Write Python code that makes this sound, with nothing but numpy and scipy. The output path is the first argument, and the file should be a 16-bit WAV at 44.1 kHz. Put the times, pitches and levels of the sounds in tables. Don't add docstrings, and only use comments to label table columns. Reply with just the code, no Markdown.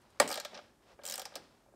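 import sys
import numpy as np
from scipy import signal
from scipy.fft import rfft, irfft
from scipy.io import wavfile
from scipy.ndimage import uniform_filter1d

SR = 44100
rng = np.random.default_rng(int(sys.argv[2]) if len(sys.argv) > 2 else 0)


def invert_db(level):
    return 10 ** (np.asarray(level, dtype=float) / 20)


def store_wav(level_fs):
    pcm = np.round(np.clip(np.atleast_2d(level_fs), -1, 1) * 32767)
    wavfile.write(sys.argv[1], SR, pcm.T.astype(np.int16))


N = 77175
BAR_HZ = 572


def rms_one(x):
    return x / np.sqrt(np.mean(x ** 2) + 1e-20)


def peak_one(x, size):
    return x / np.sqrt(np.max(uniform_filter1d(x ** 2, size=size)))


def low_pass(x, hz, order=2):
    return signal.sosfilt(signal.butter(order, hz, fs=SR, output="sos"), x)


def coloured(x, points):
    hz, db = np.transpose(points)
    f = np.maximum(np.fft.rfftfreq(len(x), 1 / SR), 1)
    gain = invert_db(np.interp(np.log(f), np.log(hz), db))
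    return irfft(rfft(x) * rms_one(gain), len(x))


def resonance(x, hz, width_hz):
    r = np.exp(-np.pi * width_hz / SR)
    poles = [1, -2 * r * np.cos(2 * np.pi * hz / SR), r * r]
    return signal.lfilter([1, 0, -1], poles, x) * np.sqrt((1 - r * r) / 2)


def burst(rise_s, fall_s, tail_s=0.01, tail_db=-60):
    t = np.arange(SR // 4) / SR
    fall = np.exp(-t / fall_s) + invert_db(tail_db) * np.exp(-t / tail_s)
    return (1 - np.exp(-t / rise_s)) ** 2 * fall


def flutter(size):
    return rms_one(uniform_filter1d(rng.standard_normal(N), size=size))


def add(out, s, sound):
    i = int(s * SR)
    out[i:i + len(sound)] += sound[:N - i]


# pitch_hz, width_hz, level_db
HEAD_RINGS = [(3200, 110, -3), (4090, 290, -7.5), (4800, 40, -15.5), (5120, 470, -0.5), (5890, 91, -3),
              (7200, 200, 3.5), (8333, 110, 3), (10550, 56, -10.5), (11150, 280, -8.5), (11850, 190, 0),
              (13100, 140, -1.5)]
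# frequency_hz, level_db (per Hz)
CLICK_SPECTRUM = [(880, -68), (1500, -14), (1620, -5), (2100, -10.5), (5120, -6.5), (10600, -15),
                  (13400, -22), (15800, -16)]
# time_s, treble_db, stretch (factor on fall time)
HEAD_SWING = [(.27, 3.5, 0.97), (.31, 4.5, 1.3), (.375, -8, 1.24), (.45, -12, 1.5), (.56, -10, 1.3),
              (1.03, 3, 1.3), (1.08, 7, 1.4), (1.14, 5, 1.55), (1.22, 9.5, 1.4), (1.26, -28, 1.6),
              (1.36, 4.5, 1.05)]


def click(hz, s):
    rise_s, fall_s, tail_s, tail_db = 0.0012, 0.0012, 0.01, -15
    bright_db, bright_width_hz, head_db = -4, 780, -4
    spread_db, damping_hz = 4, 200
    when, treble, stretches = np.transpose(HEAD_SWING)
    treble_db, stretch = np.interp(s, when, treble), np.interp(s, when, stretches)

    snap_noise, tail_noise = rng.standard_normal((2, SR // 4))
    chatter = burst(rise_s, fall_s * stretch) * snap_noise
    chatter += invert_db(tail_db) * burst(rise_s, tail_s) * low_pass(tail_noise, 6000, order=1)
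    rings = 0
    for ring_hz, width_hz, db in HEAD_RINGS:
        level = invert_db(db + spread_db * rng.standard_normal() - 11.5)
        rings = rings + level * resonance(chatter, ring_hz, width_hz + damping_hz)
    sound = coloured(chatter, CLICK_SPECTRUM)
    sound = sound + invert_db(bright_db) * resonance(chatter, hz, bright_width_hz) + invert_db(head_db) * rings

    dull = low_pass(sound, 9370, order=1)
    return dull + invert_db(treble_db) * (sound - dull)


# start_s, peak_db, pitch_hz (brightest ring), jolt_db, bar_hz (favoured mode)
FIRST_STROKE = [(0.276, -27, 7950, -65, 595), (0.2886, -29, 7800, -38.5, 800),
                (0.3013, -30.5, 5800, -33.5, 900), (0.3131, -25, 4670, -35.5, 487),
                (0.3253, -25.5, 4430, -44, 1270), (0.3403, -27.5, 4090, -46, 770),
                (0.3552, -28.5, 5400, -39, 534), (0.3743, -28, 3800, -35, 540),
                (0.399, -27.5, 4500, -43.5, 483), (0.4483, -29.5, 3540, -38.5, 527)]
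SECOND_STROKE = [(1.035, -41, 5030, -47, 535), (1.0428, -44.5, 8500, -66, 571),
                 (1.0519, -29, 7900, -49.5, 523), (1.063, -26.5, 7700, -55, 580),
                 (1.0753, -29, 7500, -47, 690), (1.0856, -29, 4800, -59, 931),
                 (1.0974, -26.5, 7200, -48, 585), (1.1087, -28.5, 6600, -80, 581),
                 (1.1214, -26, 5100, -59, 552), (1.1383, -26, 5120, -45, 707),
                 (1.1552, -27.5, 8200, -56, 556), (1.1778, -28.5, 7400, -41.5, 780),
                 (1.1941, -28.5, 5200, -42, 767), (1.2164, -32.5, 3420, -45.5, 570),
                 (1.2532, -30.5, 5120, -43, 797), (1.3544, -28, 4950, -39.5, 560)]
# start_s, peak_db, pitch_hz (brightest ring), jolt_db
SLACK_TOUCHES = [(.5432, -35.5, 5640, -49), (.550, -34, 5470, -52.5), (0.563, -45, 3930, -47),
                 (.574, -34, 5050, -46.5), (.588, -44, 3400, -48.5), (0.988, -83, 2500, -48),
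                 (1.017, -50, 3200, -56), (1.339, -44, 3260, -51.5)]
# start_s, peak_db
JOINT_TICKS = [
    (0.016, -63),
    (0.103, -60),
    (1.693, -81),
]


def pawl():
    out = np.zeros(N)
    clicks = [row[:3] for row in FIRST_STROKE + SECOND_STROKE]
    ticks = [(s, db, 9000) for s, db in JOINT_TICKS]
    for s, db, hz in clicks + ticks:
        add(out, s, invert_db(db - 8.5) * peak_one(click(hz, s), size=88))
    for s, db, hz, _ in SLACK_TOUCHES:
        touch = low_pass(click(hz, s), 4800, order=3)
        add(out, s, invert_db(db - 12.5) * peak_one(touch, size=88))
    return out


# start_s, level_db
SEAT_BUMPS = [(.533, -49), (.539, -54), (.557, -74), (.568, -62), (.5965, -60), (1.126, -43),
              (1.269, -49.5), (1.319, -46), (1.363, -44), (1.43, -59), (1.664, -63), (1.683, -60),
              (1.723, -62), (1.74, -63)]
# pitch_hz, level_db, t60_s
BODY_MODES = [(261, -13, 0.018), (413, -16, 0.04), (509, -13, 0.032), (560, 1.5, 0.039), (756, 2.5, 0.045),
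              (837, -9.5, 0.23), (970, -16, 0.048), (1218, 3, 0.035), (1345, -9, 0.22), (1618, -2.5, 0.096),
              (1822, -8, 0.12), (2296, 0, 0.023)]


def body():
    jolt_s, lag_s, jolt_db = 0.0032, 0.001536, 4.5
    favour_db, favour_width_hz, seat_shift = 8.5, 59, 0.0085
    out, shape = np.zeros(N), burst(0.0003, jolt_s)
    jolts = []
    for row in FIRST_STROKE + SECOND_STROKE + SLACK_TOUCHES:
        favoured_hz = row[4] if len(row) > 4 else BAR_HZ
        jolts.append((row[0] + lag_s, row[3] + jolt_db, favoured_hz))
    jolts += [(s, db, BAR_HZ) for s, db in SEAT_BUMPS]

    for s, db, favoured_hz in jolts:
        damping = 1.36 if 0.5 < s < 0.62 else 1
        push = shape * rng.standard_normal(len(shape))
        ring = 0
        for hz, mode_db, t60_s in BODY_MODES:
            seat, strength = rng.standard_normal(2)
            width_hz = np.log(1000) / np.pi / t60_s * damping
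            mode = resonance(resonance(push, hz, hz * 0.37), hz * (1 + seat_shift * seat), width_hz)
            extra_db = favour_db * np.exp(-((hz - favoured_hz) / favour_width_hz) ** 2)
            ring = ring + invert_db(mode_db + extra_db + 2 * strength) * peak_one(mode, size=220)
        add(out, s, invert_db(db - 7.5) * peak_one(low_pass(ring, 2370), size=220))
    return out


# start_s, crack_db
HANDLE_KNOCKS = [
    (.1990, -29.5),
    (0.2003, -18),
    (0.203, -21.5),
    (.217, -39),
]
# frequency_hz, level_db (per Hz)
KNOCK_SPECTRUM = [(1000, -22), (2300, -15.5), (3300, -8), (4200, -7), (5000, -2.5), (6000, -12),
                  (8000, -3.5), (16000, -28.5)]
# pitch_hz, level_db, t60_s
STRUCK_MODES = [(264, -10.5, 0.044), (433.3, -11.5, 0.065), (521.3, -5, 0.077), (584.4, 0, 0.056),
                (765.4, -3, .04), (841, -7, 0.046), (935, -10.5, 0.05), (1170, -3.5, 0.0504),
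                (1406, -10, .04), (1654, -11, 0.056), (1864, -5, 0.052), (2279, -5, .03),
                (4760, -8.5, .012), (7780, -9, 0.027)]
# start_s, level_db
PANEL_DRUMS = [(.204, -37.5), (.53, -55.5), (1.0, -63.5), (1.08, -65), (1.353, -52.5)]


def knock():
    shape = burst(0.00032, 0.00067, tail_s=0.018, tail_db=-29)
    struck_s, struck_db, struck_rise_s, buzz_db = 0.1998, -15.5, 0.0018, 0.8
    drum_hz, drum_width_hz, drum_rise_s, drum_fall_s = 223, 415, 0.0043, 0.054
    out, t = np.zeros(N), np.arange(len(shape)) / SR
    for s, db in HANDLE_KNOCKS:
        crack = shape * coloured(rng.standard_normal(len(t)), KNOCK_SPECTRUM)
        add(out, s, invert_db(db) * peak_one(crack, size=88))

    for k, (hz, db, t60_s) in enumerate(STRUCK_MODES):
        buzz = buzz_db * flutter(size=300)[:len(t)]
        level = invert_db(struck_db + db - 60 * t / t60_s + buzz)
        rise = 1 - np.exp(-t * np.sqrt(hz / BAR_HZ) / struck_rise_s)
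        sign = (-1) ** k
        add(out, struck_s, level * rise * np.sin(2 * np.pi * hz * t) * sign)

    for s, db in PANEL_DRUMS:
        rumble = resonance(rng.standard_normal(len(t)), drum_hz, drum_width_hz)
        rumble = resonance(rumble, drum_hz, drum_width_hz)
        add(out, s, invert_db(db) * rms_one(rumble) * burst(drum_rise_s, drum_fall_s))
    return out


# start_s, peak_db, pitch_hz
HAND_THUDS = [(0.5321, -47, 620), (.5895, -41.5, 710), (1.6625, -53, 770), (1.686, -62, 620),
              (1.724, -62, 396), (1.7385, -52, 635), (1.745, -59, 320)]


def thuds():
    rise_s, fall_cycles = 0.00035, 1.56
    out, t = np.zeros(N), np.arange(SR // 4) / SR
    for s, db, hz in HAND_THUDS:
        add(out, s, invert_db(db + 4.5) * burst(rise_s, fall_cycles / hz) * np.sin(2 * np.pi * hz * t))
    return out


# start_s, level_db
LOOSE_RATTLES = [
    (.206, -30),
    (1.356, -52),
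]
# frequency_hz, level_db (per Hz)
RATTLE_SPECTRUM = [(70, -59.5), (250, -28), (450, 0), (900, -2), (1300, -8), (2300, -11.5), (5000, -20),
                   (9000, -37)]


def rattle():
    envelope = np.zeros(N)
    for s, db in LOOSE_RATTLES:
        add(envelope, s, invert_db(db) * burst(0.0027, 0.035))
    grain = invert_db(1.2 * flutter(size=180))
    return envelope * grain * coloured(rng.standard_normal(N), RATTLE_SPECTRUM)


# time_s, level_db
SLEEVE_LEVEL = [(0, -70), (0.169, -67), (.5, -59.5), (0.552, -54), (.6, -61.5), (.66, -66), (0.779, -78.5),
                (.85, -68), (0.919, -60.5), (.97, -75.5), (1.1, -56.5), (1.3, -63.5), (1.42, -65.5),
                (1.55, -69.5), (1.651, -74.5), (1.75, -83.5)]
# frequency_hz, level_db (per Hz)
SLEEVE_SPECTRUM = [(88, -50), (150, -19), (241, -2), (281, -17), (566, -2.5), (1980, -14), (5320, -19.5),
                   (14000, -46.5)]


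def sleeve():
    s, db = np.transpose(SLEEVE_LEVEL)
    level_db = np.interp(np.arange(N) / SR, s, db) + 1.5 * flutter(size=200)
    return invert_db(level_db) * coloured(rng.standard_normal(N), SLEEVE_SPECTRUM)


def garage(x):
    t60_s, level_db, wall_cut_hz = 0.47, -14.5, 3300
    t = np.arange(SR) / SR
    tail = rng.standard_normal(SR) * invert_db(-60 * t / t60_s) * (1 - np.exp(-t / 0.0009))
    tail = low_pass(tail, wall_cut_hz, order=1)
    return invert_db(level_db) * signal.fftconvolve(x, tail / np.sqrt(np.sum(tail ** 2)))[:N]


# frequency_hz, level_db (per Hz)
AIR_SPECTRUM = [(22, -28), (42, 4.5), (384, 2), (489, -4), (1790, -12.5), (2050, -23), (8140, -19),
                (14800, -27), (16000, -35)]


def room_air():
    return invert_db(-69) * coloured(rng.standard_normal(N), AIR_SPECTRUM)


def scene():
    low_cut = signal.butter(3, 84, "high", fs=SR, output="sos")
    clicks = pawl()
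    lows = signal.sosfilt(low_cut, body() + knock() + thuds())
    reverberation = garage(clicks + invert_db(-8) * lows)
    out = clicks + lows + rattle() + sleeve() + reverberation + room_air()
    return out[None]


def top_cut(x):
    return signal.sosfilt(signal.butter(12, 16780, fs=SR, output="sos"), x)


def record(dry):
    edge = signal.cheby2(20, 42, 15950, fs=SR, output="sos")
    mix = signal.sosfilt(edge, dry)
    return top_cut(mix)


dry = scene()
out = record(dry)
store_wav(out)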